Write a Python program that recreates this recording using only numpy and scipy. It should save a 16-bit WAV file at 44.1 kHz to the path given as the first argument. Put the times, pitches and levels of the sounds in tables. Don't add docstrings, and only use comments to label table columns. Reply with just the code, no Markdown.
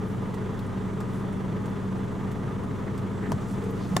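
import sys
import numpy as np
from scipy import signal
from scipy.fft import rfft, irfft
from scipy.io import wavfile

SR = 44100
rng = np.random.default_rng(int(sys.argv[2]) if len(sys.argv) > 2 else 0)


def transcribe(u):
    v = np.clip(np.atleast_2d(u).T, -1, 1)
    q = np.round(v * 32767).astype(np.int16)
    wavfile.write(sys.argv[1], SR, q)


N = 176400
T = np.arange(N) / SR
FREQS = np.maximum(np.fft.rfftfreq(N, 1 / SR), 1)


def from_db(db):
    return 10 ** (np.asarray(db) / 20)


def unit_rms(x):
    return x / np.sqrt(np.mean(x ** 2) + 1e-20)


def curve(points):
    hz, value = np.transpose(points)
    return np.interp(np.log(FREQS), np.log(hz), value)


def drift(rate_hz):
    size = N // 40
    lowpass = 1 + (FREQS[:size // 2 + 1] / rate_hz) ** 2
    slow = irfft(rfft(rng.standard_normal(size)) / lowpass, size)
    return np.interp(T, np.linspace(0, T[-1], size), unit_rms(slow))


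def decay(start_s, t60_s, attack_s=0.0001):
    age = np.maximum(T - start_s, 0)
    return (1 - np.exp(-age / attack_s)) * np.exp(-np.log(1000) * age / t60_s)


def swell(centre_s, half_length_s):
    return np.exp(-((T - centre_s) / half_length_s) ** 2)


# freq_hz, correlation
STEREO_CORRELATION = [(30,0.22),(60,0.53),(130,0.98),(270,0.8),(450,0.77),(740,0.24),(1200,0.78),(2000,0.59),(3300,.88),(5500,1),(9000,0.57),(15000,0.08)]
# freq_hz, left_minus_right_db
STEREO_BALANCE = [(30,3),(110,2),(200,-0.5),(380,1),(700,-2.5),(1290,0),(2400,-1.5),(4400,0)]
SIDES = np.array([[1], [-1]])
CORRELATION = np.clip(curve(STEREO_CORRELATION), -1, 1)
PAN = from_db(SIDES * curve(STEREO_BALANCE) / 2)


def stereo_noise(gain):
    mid, side = rfft(rng.standard_normal((2, N)))
    spread = np.sqrt(1 + CORRELATION) * mid + SIDES * np.sqrt(1 - CORRELATION) * side
    return unit_rms(irfft(PAN * spread * gain, N))


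def coloured_noise(eq):
    return stereo_noise(from_db(curve(eq)) * (FREQS > 15))


def band_noise(centre_hz, half_width_hz):
    return stereo_noise(1 / (1 + ((FREQS - centre_hz) / half_width_hz) ** 2))


# cycle_multiple, level_db
EXHAUST_HARMONICS = [(2, -45.5), (4, -54), (6, -49.5), (8, -39), (10, -41), (11, -44.5), (12, -66),
                     (13, -47.5), (14, -56), (15, -36), (16, -41.5), (17, -58), (18, -45.5), (20, -48.5),
                     (21, -49.5), (22, -51), (26, -56), (28, -59.5), (30, -54), (32, -58.5), (34, -53.5)]
CYCLE_HZ = 12.672


def exhaust_hum(cycle_phase):
    trim_db, waver_db = -0.5, 0.9
    out = 0
    for order, db in EXHAUST_HARMONICS:
        freq_bin = int(order * CYCLE_HZ * N / SR)
        spread = 0.49 * np.arccos(CORRELATION[freq_bin]) * (-1) ** (order // 2)
        level = from_db(db + trim_db + waver_db * drift(0.25)) * PAN[:, [freq_bin]]
        phase = order * cycle_phase + 2 * np.pi * rng.random()
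        out += np.sqrt(2) * level * np.sin(phase + SIDES * spread)
    return out


# pitch_hz, level_db
BELT_PARTIALS = [(117.5,-48)]


def belt_drone(cycle_phase):
    return sum(from_db(db) * np.sqrt(2) * np.sin(cycle_phase * hz / CYCLE_HZ + 2 * np.pi * rng.random())
               for hz, db in BELT_PARTIALS)


# freq_hz, gain_db
RUMBLE_EQ = [(18,-15),(36,-38),(60,-9),(85,-10.5),(108,-7),(128,-1),(158,-7),(195,-1.5),(240,-10),(300,-9.5),(380,-17.5),(600,-60.5)]


def exhaust_rumble(firing):
    return from_db(-36.5) * coloured_noise(RUMBLE_EQ) * (1 + 0.27 * firing)


# freq_hz, gain_db
CLATTER_EQ = [(200,-12.5),(310,-6),(420,-2),(540,-10.5),(740,-14.5),(900,-11.5),(1200,-14),(1500,-19),(1950,-21),(2450,-29),(3300,-30.5),(4300,-38),(8000,-52)]
# pitch_hz, half_width_hz, level_db
ENGINE_RINGS = [(422.3,18,-47.5),(660,38,-56),(841.5,6.2,-57.5),(994,18,-55.5),(1227.7,36,-53.5),(3490,9.2,-71),(6000,73,-75.5)]


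def clatter(firing):
    rattle = from_db(-38.5) * coloured_noise(CLATTER_EQ)
    rings = sum(from_db(db) * band_noise(hz, width) for hz, width, db in ENGINE_RINGS)
    return (rattle + rings) * (1 + 0.15 * firing + 0.09 * drift(25))


def engine():
    speed = 1 + 0.0042 * drift(4.5)
    cycle_phase = 2 * np.pi * CYCLE_HZ * np.cumsum(speed) / SR
    firing = -np.sin(2 * cycle_phase + 0.16)
    return belt_drone(cycle_phase) + exhaust_rumble(firing) + clatter(firing) + exhaust_hum(cycle_phase)


# freq_hz, gain_db
HISS_EQ = [(2000,-1),(4500,-5),(6500,1.5),(7800,0),(10000,-4),(13000,-13),(15800,-32)]


def hiss():
    return from_db(-62) * coloured_noise(HISS_EQ)


# centre_s, half_length_s, level_db, centre_hz, half_width_hz
RUSTLE_CUES = [(.11,0.057,-65.5,10500,2800),(1.16,0.066,-61.5,8300,5000),(2.881,0.01,-46,1910,350),(3.252,0.035,-45.5,1780,348),(3.436,.04,-61,6200,3000),
               (3.518,0.035,-54.5,6700,5440),(3.664,0.41,-63,6760,4500),(3.832,0.054,-54.5,4100,1700),(3.927,0.12,-58,6100,5000)]


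def rustles():
    rubs = sum(from_db(db) * swell(centre, half_length) * band_noise(hz, width)
               for centre, half_length, db, hz, width in RUSTLE_CUES)
    return rubs * from_db(2 * drift(120))


# start_s, level_db
RELAY_CUES = [(0.342,-48),(1.004,-47),(1.656,-49),(2.315,-48.5),(2.977,-47),(3.639,-50)]
# freq_hz, gain_db
TICK_EQ = [(2000,-5),(5000,-9),(6500,-10),(8200,-5.5),(9800,-16),(11300,-10.5),(12800,-15),(14300,-11),(15800,-32)]


def relay():
    t60_s, snap_t60_s, held_s = 0.078, 0.007, 0.321
    snap_db, release_db = -14, -11
    close = release = 0
    for start, db in RELAY_CUES:
        close += from_db(db) * (decay(start, t60_s) + from_db(snap_db) * decay(start, snap_t60_s))
        release += from_db(db + release_db) * decay(start + held_s, t60_s)
    return close * coloured_noise(TICK_EQ) + release * band_noise(9500, 1400)


# start_s, level_db, centre_hz, half_width_hz
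CLICK_CUES = [(0.591,-47,3380,1300),(0.591,-53,10800,4000),(1.699,-58,11500,2200),(3.707,-53.5,12500,2500)]


def clicks():
    return sum(from_db(db) * decay(start, t60_s=0.061) * band_noise(hz, width)
               for start, db, hz, width in CLICK_CUES)


# start_s, end_s, level_db
BUZZ_CUES = [(0.757,1.1,-73),(1.75,2.3,-76),(3.112,3.65,-67.5)]


def insect():
    fade_s = 0.03
    level = sum(from_db(db) * np.clip(np.minimum(T - start, end - T) / fade_s, 0, 1)
                for start, end, db in BUZZ_CUES)
    return level * band_noise(7600, 450)


# centre_s, half_length_s, level_db, centre_hz
BUMP_CUES = [(3.288,0.022,-29,239),(3.32,0.018,-28.5,160),(3.349,0.017,-28,112),(3.7,0.081,-38,450),(3.945,0.073,-31.5,180)]


def bumps():
    half_width_hz = 42
    out = 0
    for centre, half_length, db, hz in BUMP_CUES:
        band = np.exp(-((FREQS - hz) / half_width_hz) ** 2)
        out += from_db(db) * swell(centre, half_length) * stereo_noise(band)
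    return out


# start_s, body_db, pitch_ratio, brightness_hz, crack_db, crack_t60_s, thump_db
KNOCK_CUES = [(3.319,-19,0.844,2110,-26,0.015,-39),(3.3262,-34,0.88,2100,-31,0.0083,-35),(3.9669,-15.5,0.96,9600,-10,0.0035,-40)]
# base_pitch_hz, relative_db, t60_s
BODY_MODES = [(525,-23,0.025),(752,-2,0.037),(940,-6.5,0.021),(1123,-0.5,0.024),(1450,-12.5,0.028),(1820,-11.5,0.043),(3730,-7.5,0.019),(5100,-7,0.017),(6100,-9.5,0.016),(7570,-11,0.039),(9900,-3.5,0.01)]
# freq_hz, gain_db
CRACK_EQ = [(400,12.5),(1000,9.5),(2400,-0.5),(3600,-4),(6000,-0.5),(8500,-5),(10300,-4.5),(12000,-8),(15500,-11)]


def knocks():
    touch_lead_s, tail_cutoff_hz, thump_base_hz = 0.00147, 6700, 130
    bright = coloured_noise(CRACK_EQ)
    dull = stereo_noise(from_db(curve(CRACK_EQ)) / np.sqrt(1 + (FREQS / tail_cutoff_hz) ** 2))
    out = 0
    for start, body_db, pitch_ratio, brightness_hz, crack_db, crack_t60, thump_db in KNOCK_CUES:
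        phase_per_hz = 2 * np.pi * pitch_ratio * (T - start)
        body = 0
        for k, (hz, mode_db, t60) in enumerate(BODY_MODES):
            level = from_db(body_db + mode_db) / (1 + (hz / brightness_hz) ** 4)
            phase = hz * phase_per_hz + SIDES * rng.normal(0, 0.52)
            body += (-1) ** k * level * decay(start, t60) * np.sin(phase)
        thump = decay(start, t60_s=0.15, attack_s=0.003) * np.sin(thump_base_hz * phase_per_hz)
        touch = from_db(-5) * decay(start - touch_lead_s, t60_s=0.009)
        crack = decay(start, crack_t60, attack_s=0.0007)
        tail = from_db(-18.5) * decay(start, t60_s=0.086)
        contact = (touch + crack) * bright + tail * dull
        out += body + from_db(thump_db) * thump + from_db(crack_db) * contact
    return out


def scene():
    return engine() + hiss() + rustles() + relay() + clicks() + insect() + bumps() + knocks()


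def record(dry):
    return signal.sosfilt(signal.ellip(10, 0.1, 80, 15900, fs=SR, output="sos"), dry)


dry = scene()
out = record(dry)
transcribe(out)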